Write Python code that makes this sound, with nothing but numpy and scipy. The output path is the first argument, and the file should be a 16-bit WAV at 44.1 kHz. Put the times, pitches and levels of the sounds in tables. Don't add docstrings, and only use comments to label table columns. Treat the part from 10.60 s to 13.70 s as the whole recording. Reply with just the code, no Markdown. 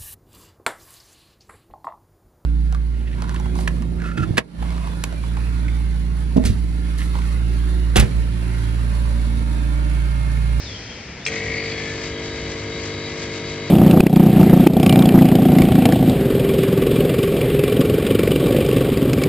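import sys
import numpy as np
from scipy import signal
from scipy.fft import rfft, irfft
from scipy.io import wavfile

SR = 44100
rng = np.random.default_rng(int(sys.argv[2]) if len(sys.argv) > 2 else 0)


def persist_wave(psi):
    counts = np.round(np.clip(psi, -1, 1) * 32767).astype(np.int16)
    wavfile.write(sys.argv[1], SR, np.atleast_2d(counts).T)


N = 136710
T = np.arange(N) / SR
HZ = np.maximum(np.fft.rfftfreq(N, 1 / SR), 1)

STROKE_HZ, START_S, FIRST_STROKE_S = 50.0, 0.664, 0.6775
CASE_ROUGH = 0.28
SAME_BELOW_HZ = 380


def from_db(db):
    return 10 ** (np.asarray(db) / 20)


def rms_one(x):
    return x / np.sqrt(np.mean(x ** 2) + 1e-20)


def at_hz(rows):
    hz, *columns = np.transpose(rows)
    return [np.interp(np.log(HZ), np.log(hz), column) for column in columns]


def at_time(rows):
    return np.interp(T, *np.transpose(rows))


def noise():
    return rng.standard_normal((2, N))


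def drift(rate_hz):
    return rms_one(irfft(rfft(rng.standard_normal(N)) / (1 + (HZ / rate_hz) ** 2), N))


def colour(x, spectrum):
    return irfft(rfft(x) * from_db(at_hz(spectrum)[0]), N)


def highpass(x, order, edge_hz):
    return signal.sosfilt(signal.butter(order, edge_hz, "high", fs=SR, output="sos"), x)


def resonate(x, hz, width_hz):
    r = np.exp(-np.pi * 1.5 * width_hz / SR)
    section = [1 - r, 0, r - 1, 1, -2 * r * np.cos(2 * np.pi * hz / SR), r * r]
    return signal.sosfilt([section, section], x)


def stereo(pair):
    # hz, side_minus_mid_db, left_minus_right_db
    ears = [(450, -7.5, 1.5), (1400, -7.5, 1), (2200, -12.5, 5), (3300, -5.5, 2), (4170, -5.5, 5),
            (4650, 0, 6.5), (5680, 3.5, 3.5), (7700, 9, 1.5)]
    side_db, pan_db = at_hz(ears)
    apart = HZ ** 2 / (HZ ** 2 + SAME_BELOW_HZ ** 2)
    width = apart * from_db(side_db)
    pan = from_db(apart * pan_db / 2)
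    mid, side = rfft(pair) * [np.ones_like(width), width] / np.sqrt(1 + width ** 2)
    return rms_one(irfft([(mid + side) * pan, (mid - side) / pan], N))


def running(rise_s):
    return 1 - np.exp(-np.maximum(T - START_S, 0) / rise_s)


def strokes(rough):
    decay_s, jitter_db = 0.031, 0.6
    period = round(SR / STROKE_HZ)
    number, place = np.divmod(np.arange(N) - int(FIRST_STROKE_S * SR), period)
    fall = np.exp(-np.arange(period) / SR / decay_s)

    lines = np.exp(1j * np.angle(rfft(rng.standard_normal(period) * fall ** 2)))
    repeating = rms_one(irfft([lines, 1j * lines], period)[:, place])
    fresh = rms_one(noise() * fall[place])

    stroke_gain = from_db(jitter_db * rng.standard_normal(N // period + 2))
    strength = stroke_gain[number - number.min()]
    return strength * (np.sqrt(1 - rough) * repeating + np.sqrt(rough) * fresh)


def hum():
    # stroke_rate_multiple, first_level_db, settled_level_db
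    partials = [(2, -39, -41), (3, -42.5, -41), (4, -44.5, -53.5), (5, -42.5, -42), (6, -45.5, -41),
                (7, -46, -39.5), (8, -47, -45.5), (9, -33.5, -36.5), (10, -48.5, -55.5), (11, -44, -45),
                (12, -52, -54.5), (13, -51, -48), (14, -49.5, -57), (15, -49, -58), (19, -62, -51.5),
                (20, -55, -54.5), (22, -62.5, -55), (23, -54, -59), (25, -63, -54)]
    waver_db, waver_hz, pan_db, settling_s = 0.37, 1.8, 4, 0.992
    lag_per_multiple_s = 0.0023
    settled = np.clip((T - START_S) / settling_s, 0, 1)
    out = 0
    for multiple, first_db, last_db in partials:
        hz = multiple * STROKE_HZ
        apart = hz ** 2 / (hz ** 2 + SAME_BELOW_HZ ** 2)
        ear_db = pan_db * apart * np.array([[.5], [-.5]])
        level_db = first_db + (last_db - first_db) * settled + waver_db * drift(waver_hz)
        late_s = multiple * lag_per_multiple_s
        out = out + from_db(level_db + ear_db) * np.sin(2 * np.pi * hz * (T - late_s))
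    return np.sqrt(2) * out


def case():
    # hz, width_hz, level_db
    steady = [(1648, 110, -47), (2002, 19, -46), (2142, 43, -40), (2214, 54, -48.5), (2994, 40, -50),
              (3321, 86, -50)]
    # centre_s, half_length_s, hz, width_hz, relative_level_db
    swells = [(.72, .07, 2430, 120, -37), (.78, .17, 2190, 150, -31.5), (.85, .18, 1935, 45, -33),
              (1.04, .13, 4350, 600, -43), (1.05, .08, 4600, 130, -39.5), (1.08, .13, 4340, 70, -44),
              (1.1, .17, 2200, 260, -33), (1.2, .09, 3340, 45, -41), (1.29, .13, 1750, 35, -38),
              (1.56, .05, 3200, 300, -43)]
    swell_rough, swell_db = 0.44, -0.5
    drive, straining = strokes(CASE_ROUGH), strokes(swell_rough)
    out = sum(from_db(db) * stereo(resonate(drive, hz, width_hz)) for hz, width_hz, db in steady)
    for centre_s, half_s, hz, width_hz, db in swells:
        swell = 1 / np.sqrt(1 + ((T - centre_s) / half_s) ** 6)
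        out = out + from_db(swell_db + db) * swell * stereo(resonate(straining, hz, width_hz))
    return out


def rattle():
    # hz, width_hz, relative_level_db
    modes = [(3780, 14, -47), (3900, 60, -46.5), (4576, 260, -46)]
    # time_s, gain_db
    strength = [(.7, -6), (1.6, -1), (1.78, 1), (2.05, -4.5), (2.15, 3), (2.25, -4.5), (2.4, 3.5),
                (2.48, 5), (2.55, -5), (2.82, -0.5), (2.88, 5), (2.95, -3.5), (3.1, 2)]
    drive = strokes(CASE_ROUGH)
    rings = sum(from_db(db) * stereo(resonate(drive, hz, width_hz)) for hz, width_hz, db in modes)
    return rings * from_db(at_time(strength))


def load_gain_db():
    extra_db, settle_s, flicker_db, flicker_hz = 3.5, 0.4, 2.14, 6.9
    extra = extra_db * np.exp(-np.maximum(T - START_S, 0) / settle_s)
    return extra + flicker_db * drift(flicker_hz)


def buzz(load_db):
    # hz, density_db_per_hz (relative)
    rasp = [(600, -19), (900, -6.5), (1400, -5.5), (2300, 1.5), (2750, -4.5), (3600, -3.5), (4600, -5.5),
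            (6000, -3.5), (8500, -40.5)]
    level_db, rough = -41.5, 0.46
    return from_db(level_db + load_db) * stereo(colour(strokes(rough), rasp))


def water(load_db):
    # hz, density_db_per_hz (relative)
    flow_spectrum = [(1200, -8.5), (2400, -0.5), (3500, -5), (4500, 2), (5600, -2.5), (7400, -0.5),
                     (8400, -23.5)]
    # hz, density_db_per_hz (relative)
    churn_spectrum = [(60, -31), (130, -2.5), (180, -2), (260, -9), (450, -1), (600, -13), (800, -23),
                      (1300, -13), (2500, -60.5)]
    flow_db, pulse_db, churn_db = -40, 2, -42.5
    push_db = pulse_db * np.cos(2 * np.pi * STROKE_HZ * (T - FIRST_STROKE_S))
    flow = from_db(flow_db + load_db + push_db) * stereo(colour(noise(), flow_spectrum))
    return flow + from_db(churn_db) * stereo(colour(noise(), churn_spectrum))


def valve():
    # start_s, relative_level_db, low_edge_hz
    blows = [(0.664, -9, 2010), (.6675, -14, 5000), (0.673, -12, 2020), (0.6815, -14, 3030)]
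    # hz, relative_level_db, t60_s
    modes = [(1270, -25, 0.047), (1930, -17, .06), (2363, -3, 0.026), (2600, -3.5, .014),
             (3255, -19.5, 0.12), (4110, -15.5, 0.039), (5300, -17, 0.03), (6310, -23.5, 0.074),
             (7600, -25.5, 0.034)]
    crack_db, crack_t60_s, crack_low_hz = -13, 0.065, 1700
    out = 0
    for start_s, blow_db, edge_hz in blows:
        age_s = np.maximum(T - start_s, 0)
        rings = 0
        for hz, mode_db, t60_s in modes:
            fall = from_db(mode_db - 60 * age_s / t60_s)
            rings = rings + fall * np.sin(2 * np.pi * hz * age_s) * rng.choice([-1, 1])
        crack = stereo(noise()) * (T > start_s) * from_db(crack_db - 60 * age_s / crack_t60_s)
        crack = highpass(crack, 2, crack_low_hz)
        panned_rings = rings * from_db([[1.5], [-1.5]])
        out = out + from_db(blow_db) * highpass(panned_rings + crack, 1, edge_hz)
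    return out


def relay():
    start_s, level_db, hz, width_hz, t60_s = 0.6517, -24.5, 5300, 720, 0.066
    fall_db = level_db - 60 * np.maximum(T - start_s, 0) / t60_s
    return (T > start_s) * from_db(fall_db) * stereo(resonate(noise(), hz, width_hz))


def whistle():
    # time_s, pitch_hz, level_db
    glide = [(0, 4500, -60), (.06, 3800, -42.5), (.1, 3368, -41), (0.149, 3230, -39.5), (0.251, 3150, -48),
             (.31, 3200, -41.5), (.42, 3150, -54), (0.569, 3200, -73), (.61, 3320, -43), (.65, 3650, -49),
             (.72, 3750, -87)]
    width_hz = 100
    time_s, pitch_hz, level_db = np.transpose(glide)
    phase = 2 * np.pi * np.cumsum(np.interp(T, time_s, pitch_hz)) / SR
    pair = [drift(width_hz) * np.cos(phase) + drift(width_hz) * np.sin(phase) for _ in range(2)]
    return from_db(np.interp(T, time_s, level_db)) * stereo(np.array(pair))


def hiss():
    # hz, density_db_per_hz (relative)
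    spectrum = [(2200, -28.5), (3300, -12.5), (5000, 0), (6200, -6), (8500, -23.5)]
    start_db, fade_db_per_s = -37.5, 16.5
    return from_db(start_db - fade_db_per_s * T) * stereo(colour(noise(), spectrum))


def room():
    # hz, density_db_per_hz (relative)
    spectrum = [(25, -25), (45, -16.5), (62, -12.5), (110, -8), (200, -10.5), (360, -16.5), (480, -15),
                (600, -19), (1150, -26), (1700, -20.5), (2330, -18), (2800, -23.5), (4000, -29.5),
                (5300, -32), (6500, -31), (8500, -49)]
    # hz, width_hz, relative_level_db
    drone_rows = [(66.3, 10, -41), (101, 8.9, -44)]
    # time_s, gain_db
    strength = [(.1, 3.5), (.55, -5), (.9, -0.5), (2.15, 0), (2.8, -7.5), (3.1, -7)]
    level_db = -36
    drones = 0
    for hz, width_hz, db in drone_rows:
        tone = resonate(rng.standard_normal(N + SR), hz, width_hz)[SR:]
        drones = drones + from_db(db) * rms_one(tone)
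    return drones * from_db(at_time(strength)) + from_db(level_db) * stereo(colour(noise(), spectrum))


def scene():
    load_db = load_gain_db()
    chatter = case() + rattle() + buzz(load_db) + water(load_db)
    pump = running(rise_s=0.02) * hum() + running(rise_s=0.01) * chatter
    return pump + valve() + relay() + whistle() + hiss() + room()


def record(dry):
    cutoff_hz = 8500
    return signal.sosfilt(signal.ellip(10, .2, 80, cutoff_hz, fs=SR, output="sos"), dry)


dry = scene()
out = record(dry)
persist_wave(out)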